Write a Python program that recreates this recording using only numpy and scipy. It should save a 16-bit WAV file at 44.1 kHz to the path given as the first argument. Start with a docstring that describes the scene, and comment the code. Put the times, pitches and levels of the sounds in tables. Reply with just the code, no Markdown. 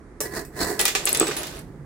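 """A quiet room is heard first; then a small metal spatula taps the rim of a miniature wok, close by.
The blade gives one very short scrape and two longer ones along the pan (stick-slip noise driving
resonances), then digs into metal charms. They clatter and clink (cracks and decaying modes) and slide
(dense random contacts), and the wok knocks on its wooden table (a few low modes) before the heap comes
to rest. A short room tail follows the sounds."""
import sys
import numpy as np
from scipy import signal
from scipy.fft import rfft, irfft
from scipy.io import wavfile
from scipy.ndimage import uniform_filter1d

SR = 44100
rng = np.random.default_rng(int(sys.argv[2]) if len(sys.argv) > 2 else 0)


def wav_record(signal):
    """Record a signal, one row per channel, as 16-bit PCM in the file named by sys.argv[1]."""
    frames = np.transpose(np.atleast_2d(signal))
    bounded = np.clip(frames, -1, 1)
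    # unit amplitude maps onto the largest positive 16-bit level
    quanta = np.round(bounded * 32767).astype(np.int16)
    wavfile.write(sys.argv[1], SR, quanta)


N = 81585

# stereo field: correlation of left and right [f/Hz, correlation]; left over right [f/Hz, level/dB]
LIKENESS = [(380, .96), (1400, .4), (6000, 0)]
BALANCE = [(350, -3.5), (1200, -5), (4500, -2), (10000, 0)]
# spectrum of the room noise [f/Hz, level/dB]
FLOOR_COLOUR = [(45, 5), (145, -6.5), (350, -4), (600, -16.5), (2000, -23), (2900, -41), (9500, -39),
                (15000, -62.5)]
# wok base rubbing on the table [t/s, level/dB] and its spectrum [f/Hz, level/dB]
RUB = [(0.2, -51), (1.52, -49), (1.71, -42), (1.9, -48)]
RUB_COLOUR = [(60, -7), (145, -1.5), (260, -7.5), (420, -12.5), (2500, -51)]
# blade taps on the rim [t/s, level/dB]
TAPS = [(0.2045, -25.5), (0.212, -30), (0.45, -45)]
# modes of the blade [f/Hz]
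BLADE = [5281, 6062, 7246, 8280, 8780, 10210, 12470, 13030, 13550, 14520, 14980]
# spectrum of a tap's dense ring [f/Hz, level/dB]
TAP_COLOUR = [(100, -9), (400, 17.5), (1100, -2.5), (2100, -3.5), (3200, -9.5), (5000, -2.5), (8500, 2.5),
              (11500, -4), (15000, -8)]
# pressure of the blade on the pan [t/s, level/dB]
SCRAPE = [(0.235, -42), (0.259, -35.5), (0.30, -50), (0.355, -30.5), (0.395, -31.5), (0.425, -46),
          (0.49, -62), (0.545, -47), (0.58, -34.5), (0.628, -27), (0.662, -30.5), (0.694, -29.5),
          (0.772, -38.5), (0.86, -36)]
# spectra of the scraped pan body and of the rasping edge [f/Hz, level/dB]
PAN_COLOUR = [(120, -38), (260, -21), (420, -0.5), (620, -6.5), (1350, -22.5), (1800, -5), (2800, -33),
              (6000, -30)]
RASP_COLOUR = [(1500, 0.5), (3400, -19.5), (4300, 1.5), (6000, -4.5), (8000, 1), (11000, -6.5),
               (13000, -8.5), (15500, -7)]
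# pan resonances [f/Hz, level/dB]
PAN = [(385, -4), (440, 2), (500, -4), (716, -6), (1010, -8), (1720, -6), (1960, -8)]
# the edge biting into the pan [t/s, level/dB] and its resonances [f/Hz]
BITES = [(0.372, -41), (0.605, -36), (0.630, -32)]
EDGE = [4080, 4280, 4600, 5210, 8050]
# the heap sliding under the blade [t/s, level/dB] and its spectrum [f/Hz, level/dB]
SLIDE = [(0.79, -33), (0.95, -41.5), (1.11, -32.5), (1.30, -33.5), (1.36, -35), (1.39, -33.5),
         (1.47, -38.5), (1.595, -42.5), (1.63, -59), (1.9, -89)]
SLIDE_COLOUR = [(120, -2), (390, 17.5), (600, 10), (1200, 6), (4200, 2.5), (7800, -5.5), (15500, -10.5)]
# charms clashing with each other and the pan [t/s, level/dB, tilt of the crack/(dB/octave)]
CLACKS = [(0.7936, -12.5, 7), (0.7976, -19.5, -4.5), (0.8115, -12.5, 18), (0.852, -21, 8.5),
          (0.8536, -7.5, 7), (0.88, -14.5, 3.5), (0.9511, -14, 1), (0.957, -21.5, -1.5), (1.0651, -20, 5.5),
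          (1.0718, -15.5, 0), (1.148, -15, 5), (1.196, -26, 10), (1.204, -22.5, -5.5), (1.269, -23, 0.5),
          (1.311, -27, -4), (1.367, -20, 7), (1.4321, -25, 5), (1.469, -27, 6)]
# spectra of the crack and of the heap ringing after it [f/Hz, level/dB]
CRACK_COLOUR = [(120, -10.5), (400, -0.5), (650, -9.5), (1400, 6.5), (3000, -0.5), (9000, -7.5),
                (15500, -14.5)]
HEAP_COLOUR = [(150, -45.5), (420, 8.5), (900, -8.5), (1400, -2.5), (2600, 5.5), (4500, 3), (7400, 2.5),
               (9000, -6.5), (15500, -13.5)]
# modes of the wok before random detuning [f/Hz]
WOK = [806, 1218, 1690, 2025, 2485, 3150]
# clinks of single charms [t/s, level/dB, most excited f/Hz]
CLINKS = [(0.8037, -14, 9200), (0.8126, -12, 10800), (1.0549, -11.5, 10600), (1.092, -14, 11200),
          (1.1291, -10, 10060), (1.173, -15.5, 9200), (1.1985, -6, 8720), (1.281, -18.5, 7650),
          (1.591, -33.5, 10750)]
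# modes of a charm damped by the heap, before random variation [f/Hz, level/dB]
CHARM = [(7950, 8), (8140, -3.5), (9700, -0.5), (10770, -6), (12470, -0.5), (15000, 4)]
# spectrum of a clink's first instant [f/Hz, level/dB]
SNAP_COLOUR = [(1000, -32.5), (5500, -13), (8000, 17.5), (10500, -19), (15500, 3)]
# single charms ringing freely until touched [t/s, length/s, level/dB, f/Hz]
FREE_RINGS = [(1.2, .1, -31, 8000), (1.372, .032, -29.5, 10756)]
# wok knocking on the table [t/s, level/dB]
KNOCKS = [(1.2123, -4), (1.228, -7.5), (1.287, -15), (1.2919, -14.5)]
# joint modes of wok and table [f/Hz, level/dB, t60/s]
TABLE = [(352, -9.5, 0.063), (413, -4.5, 0.03), (692, -14.5, 0.028), (1180, -7.5, 0.015)]
# spectrum of the room tail [f/Hz, level/dB]
ROOM_COLOUR = [(2000, -0.5), (8000, -2), (15000, 0)]

LOW_CUT_HZ, EDGE_HZ, CEILING = 36, 15900, .85  # EDGE_HZ: top of the band
FLOOR_DB = -43
RUB_RING_HZ, RUB_RING_DB, RUB_RING_T60_S = 144, -.5, .25
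PARTIALS_LOW_HZ, MODE_SPREAD_DB = 992, 3
BLADE_DB, MEAN_BLADE_T60_S = -1.5, .15
TAP_CRACK_DB, TAP_BODY_DB, TAP_T60_S, TAP_PARTIALS_DB = 5, -3, .098, -3
CRACK_T60_S = .022
SLIPS_PER_S, SLIP_SPREAD_DB = 2600, 3.2
STUTTER_DB, STUTTER_S = 1.8, .003  # rms swing; smoothing window
PAN_T60_S, PAN_LIMIT_DB, PAN_NOISE_DB = .042, -31, -2.5
BITE_S, EDGE_T60_S = .012, .018  # BITE_S: standard deviation of the bell-shaped envelope
RASP_DB, RASP_GROWTH = 10.5, 1.422  # rasp follows pressure to the power RASP_GROWTH
TOUCHES_PER_S, TOUCH_SPREAD_DB = 2100, 1
CHATTER_PER_S, CHATTER_DB, CHATTER_SPREAD_DB, CHATTER_T60_S = 420, -2, 2, .014
CHATTER_LOW_HZ, CHATTER_HIGH_HZ = 3000, 12500
HEAP_T60_S, HEAP_RISE_S, HEAP_PARTIALS_DB = .18, .00057, -5
RING_DB, DULL_RING_DB = -6.5, .77  # ring after an untilted crack; ring lost per dB/octave of tilt
WOK_DB, WOK_T60_S, WOK_DETUNE = -4, .093, .035
CHARM_T60_S, CHARM_DETUNE = .017, .012
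CLINK_WIDTH_OCT, CLINK_PAN_DB = .14, 3  # excitation half-width; left over right
SNAP_DB, SNAP_T60_S = -4.5, .013
FREE_T60_S, DAMPING_S = .4, .0042  # free decay; time constant once touched
KNOCK_LOW_HZ, KNOCK_RISE_S = 201.6, .00035
ROOM_DB, ROOM_T60_S, ROOM_DELAY_S = -7.5, .21, .00083


def amp(db):
    """Logarithmic level: decibels to amplitude gain."""
    return 10 ** (np.asarray(db) / 20)


def unit(x):
    """Normalisation: scales a signal to rms 1."""
    return x / np.sqrt(np.mean(x ** 2) + 1e-20)


def read(points, hz):
    """Spectral interpolation: reads a table on a log-frequency axis."""
    f, value = np.transpose(points)
    return np.interp(np.log(hz + 1), np.log(f + 1), value)


def level(points):
    """Envelope: gain linear in decibels between (t/s, level/dB) points, silent outside them."""
    s, db = np.transpose(points)
    return amp(np.interp(np.arange(N) / SR, s, db, left=-120, right=-120))


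def add(mix, s, sound):
    """Superposition: adds a stereo sound to the mix from time s."""
    part = mix[:, round(s * SR):][:, :sound.shape[1]]
    part += sound[:, :part.shape[1]]


def age():
    """Time axis: seconds since a hit, for a third of a second."""
    return np.arange(SR // 3) / SR


def fade(t60):
    """Exponential damping: the amplitude falls by 60 dB in t60 seconds."""
    return np.exp(-np.log(1000) * age() / max(t60, 1e-3))


def convolve(x, response):
    """Linear resonance: drives an impulse response with x, normalised to rms 1."""
    return unit(signal.fftconvolve(x, response, axes=1)[:, :N])


def paint(x, colour, tilt=0):
    """Linear filtering and correlation: gives two unrelated signals a spectrum and a stereo place."""
    hz = np.fft.rfftfreq(x.shape[1], 1 / SR)
    a, b = rfft(x)
    same = np.clip(read(LIKENESS, hz), -1, 1)
    stereo = np.array([a, same * a + np.sqrt(1 - same ** 2) * b])
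    stereo = stereo * amp(np.outer([.5, -.5], read(BALANCE, hz)))
    # the tilt acts above 1 kHz
    spectrum = amp(read(colour, hz) + tilt * np.log2(np.maximum(hz, 1000)))
    return unit(irfft(stereo * spectrum, x.shape[1]))


def burst(colour, t60, tilt=0):
    """High modal density: modes too close to tell apart act as decaying noise."""
    return paint(rng.standard_normal((2, len(age()))), colour, tilt) * fade(t60)


def ring(modes):
    """Modal synthesis: damped sines whose phase differs between microphones where likeness is low."""
    out = 0
    for hz, db, t60 in modes:
        phase_gap = np.array([[0], [rng.uniform(-0.24, 0.66)]])
        turn = rng.random() + phase_gap * (1 - read(LIKENESS, hz))  # in cycles
        place = amp(np.array([[.5], [-.5]]) * read(BALANCE, hz))
        out = out + amp(db) * place * fade(t60) * np.sin(2 * np.pi * (hz * age() + turn))
    return out / np.sqrt(sum(amp(db) ** 2 for _, db, _ in modes) / 2)


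def alike(frequencies, t60):
    """Equal excitation: modes of equal strength and decay."""
    return [(hz, 0, t60) for hz in frequencies]


def varied(modes, detune):
    """Contact variation: no two contacts excite the same modes alike."""
    draws = rng.uniform(-1.1, 1, (len(modes), 2))
    return [(hz * (1 + detune * a), db + MODE_SPREAD_DB * b, t60)
            for (hz, db, t60), (a, b) in zip(modes, draws)]


def partials(colour, t60, count):
    """Inharmonic resonance: unrelated partials of small metal parts, following a spectrum."""
    hz, loss, life = rng.random((count, 3)).T
    hz = PARTIALS_LOW_HZ + hz * (EDGE_HZ - PARTIALS_LOW_HZ)
    return ring(list(zip(hz, read(colour, hz) - 10 * loss, t60 * (.5 + life))))


def contacts(per_s, spread_db):
    """Random impacts: tiny contacts of uneven size, each about a millisecond of crackle."""
    size = amp(spread_db * np.minimum(rng.exponential(1, N), 4))
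    hits = (rng.random(N) < per_s / SR) * size
    power = signal.lfilter([1], [1, -np.exp(-1 / (0.0014 * SR))], hits ** 2)
    return np.sqrt(power) * rng.standard_normal((2, N))


def background():
    """Broadband noise and friction: room noise, and the wok's base rubbing a low hum from the table."""
    floor, rub = rng.standard_normal((2, 2, N))
    hum = convolve(rub[:1], ring([(RUB_RING_HZ, 0, RUB_RING_T60_S)]))
    hum = signal.sosfilt(signal.butter(2, 2 * RUB_RING_HZ, fs=SR, output="sos"), hum)
    rubbing = paint(rub[:, ::-1], RUB_COLOUR) + amp(RUB_RING_DB) * hum
    return amp(FLOOR_DB) * paint(floor, FLOOR_COLOUR) + level(RUB) * rubbing


def taps():
    """Impulsive excitation: the blade hits the rim and rings, and the pan gives a short knock."""
    out = np.zeros((2, N))
    for s, db in TAPS:
        modes = [(hz, 0, MEAN_BLADE_T60_S * (.5 + rng.random())) for hz in BLADE]
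        blade = amp(BLADE_DB) * ring(modes)
        rim = amp(TAP_PARTIALS_DB) * partials(TAP_COLOUR, MEAN_BLADE_T60_S, count=50)
        crack = amp(TAP_CRACK_DB) * burst(TAP_COLOUR, CRACK_T60_S)
        body = amp(TAP_BODY_DB) * burst(TAP_COLOUR, TAP_T60_S)
        add(out, s, amp(db) * (crack + body + blade + rim))
    return out


def scrapes():
    """Stick-slip friction: the edge rasps and drives the pan; hard pressure adds rasp rather than body."""
    stutter = uniform_filter1d(rng.standard_normal(N), round(STUTTER_S * SR))
    stutter = unit(uniform_filter1d(stutter, round(STUTTER_S * SR / 2)))
    slips = contacts(SLIPS_PER_S, SLIP_SPREAD_DB) * amp(STUTTER_DB * stutter)
    pressure = level(SCRAPE)

    pan = convolve(slips[:1], ring([(hz, db, PAN_T60_S) for hz, db in PAN]))
    limit = amp(PAN_LIMIT_DB)
    body_level = limit * np.tanh(pressure / limit)  # the body saturates under pressure
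    body = body_level * (amp(PAN_NOISE_DB) * paint(slips, PAN_COLOUR) + pan)

    t = np.arange(N) / SR
    bite = sum(amp(db) * np.exp(-((t - s) / BITE_S) ** 2 / 2) for s, db in BITES)
    edge = convolve(slips, ring(alike(EDGE, EDGE_T60_S)))
    rasp = amp(RASP_DB) * pressure ** RASP_GROWTH * paint(slips, RASP_COLOUR)
    return body + bite * edge + rasp


def slide():
    """Granular friction: many light touches as the heap is pushed along."""
    return level(SLIDE) * paint(contacts(TOUCHES_PER_S, TOUCH_SPREAD_DB), SLIDE_COLOUR)


def chatter():
    """Random impacts: loose charms of all sizes tick in the sliding heap, each with a few short partials."""
    out = np.zeros((2, N))
    strength = amp(CHATTER_DB) * level(SLIDE)
    t = age()[:round(2 * CHATTER_T60_S * SR)]
    for at in np.flatnonzero(rng.random(N) < CHATTER_PER_S / SR):
        hz = rng.uniform(CHATTER_LOW_HZ, CHATTER_HIGH_HZ, size=(5, 1))
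        tick = rng.standard_normal((2, len(hz))) @ np.sin(2 * np.pi * hz * t)
        db = CHATTER_SPREAD_DB * rng.uniform(-3.2, 1)
        add(out, at / SR, strength[at] * amp(db) * unit(tick) * fade(CHATTER_T60_S)[:len(t)])
    return out


def clatter():
    """Impact and modal decay: a short crack, after which the heap, loose charms and the wok ring."""
    out = np.zeros((2, N))
    for s, db, tilt in CLACKS:
        wok = amp(WOK_DB) * ring(varied(alike(WOK, WOK_T60_S), WOK_DETUNE))
        loose = amp(HEAP_PARTIALS_DB) * partials(HEAP_COLOUR, HEAP_T60_S, count=30)
        after = burst(HEAP_COLOUR, HEAP_T60_S, tilt / 2) + wok + loose
        rise = 1 - np.exp(-age() / HEAP_RISE_S)
        after = after * rise * amp(RING_DB - DULL_RING_DB * tilt)
        add(out, s, amp(db) * (burst(CRACK_COLOUR, CRACK_T60_S, tilt) + after))
    return out


def clinks():
    """Selective modal excitation: charms snap on metal, the contact point favouring some modes."""
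    out = np.zeros((2, N))
    for s, db, centre_hz in CLINKS:
        modes = []
        for hz, mode_db in CHARM:
            distance = np.log2(hz / centre_hz) / CLINK_WIDTH_OCT
            modes.append((hz, mode_db - 20 * np.log10(1 + distance ** 2), CHARM_T60_S))
        snap = amp(SNAP_DB) * burst(SNAP_COLOUR, SNAP_T60_S)
        sound = ring(varied(modes, CHARM_DETUNE)) + snap
        add(out, s, amp(db + np.array([[.5], [-.5]]) * CLINK_PAN_DB) * sound)
    return out


def free_rings():
    """Light damping: single charms ring freely until a touch damps them quickly."""
    out = np.zeros((2, N))
    for s, length, db, hz in FREE_RINGS:
        touch = np.exp(-np.maximum(age() - length, 0) / DAMPING_S)
        add(out, s, amp(db) * ring([(hz, 0, FREE_T60_S)]) * touch)
    return out


def knocks():
    """Coupled modes and weak radiation: wok and wood thud, but the wok is too small for deep bass."""
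    out = np.zeros((2, N))
    thud = -sum(amp(db) * fade(t60) * np.sin(2 * np.pi * hz * age()) for hz, db, t60 in TABLE)
    thud = thud * (1 - np.exp(-age() / KNOCK_RISE_S))
    thud = signal.sosfilt(signal.butter(2, KNOCK_LOW_HZ, "high", fs=SR, output="sos"), thud)
    for s, db in KNOCKS:
        add(out, s, amp(db + np.array([[-1], [1]])) * thud)  # right 2 dB over left
    return out


def room(x):
    """Reverberation: a small room's short tail as dense, decaying reflections."""
    tail = burst(ROOM_COLOUR, ROOM_T60_S) * (age() > ROOM_DELAY_S)
    return signal.fftconvolve(x, tail / np.linalg.norm(tail[0]), axes=1)[:, :N]


def scene():
    """Superposition: the background, everything in the wok, and the room's answer."""
    wok = taps() + scrapes() + slide() + chatter() + clatter() + clinks() + free_rings() + knocks()
    return background() + wok + amp(ROOM_DB) * room(wok)


def record(dry):
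    """Transduction: the microphone's bass roll-off, a soft ceiling on sharp peaks, and the band limit."""
    dry = signal.sosfilt(signal.butter(4, LOW_CUT_HZ, "high", fs=SR, output="sos"), dry)
    dry = dry / (1 + (dry / CEILING) ** 6) ** (1 / 6)
    low_pass = signal.firwin(401, EDGE_HZ, window=("kaiser", 8), fs=SR)
    return signal.oaconvolve(dry, low_pass[None], "same")


dry = scene()
out = record(dry)
wav_record(out)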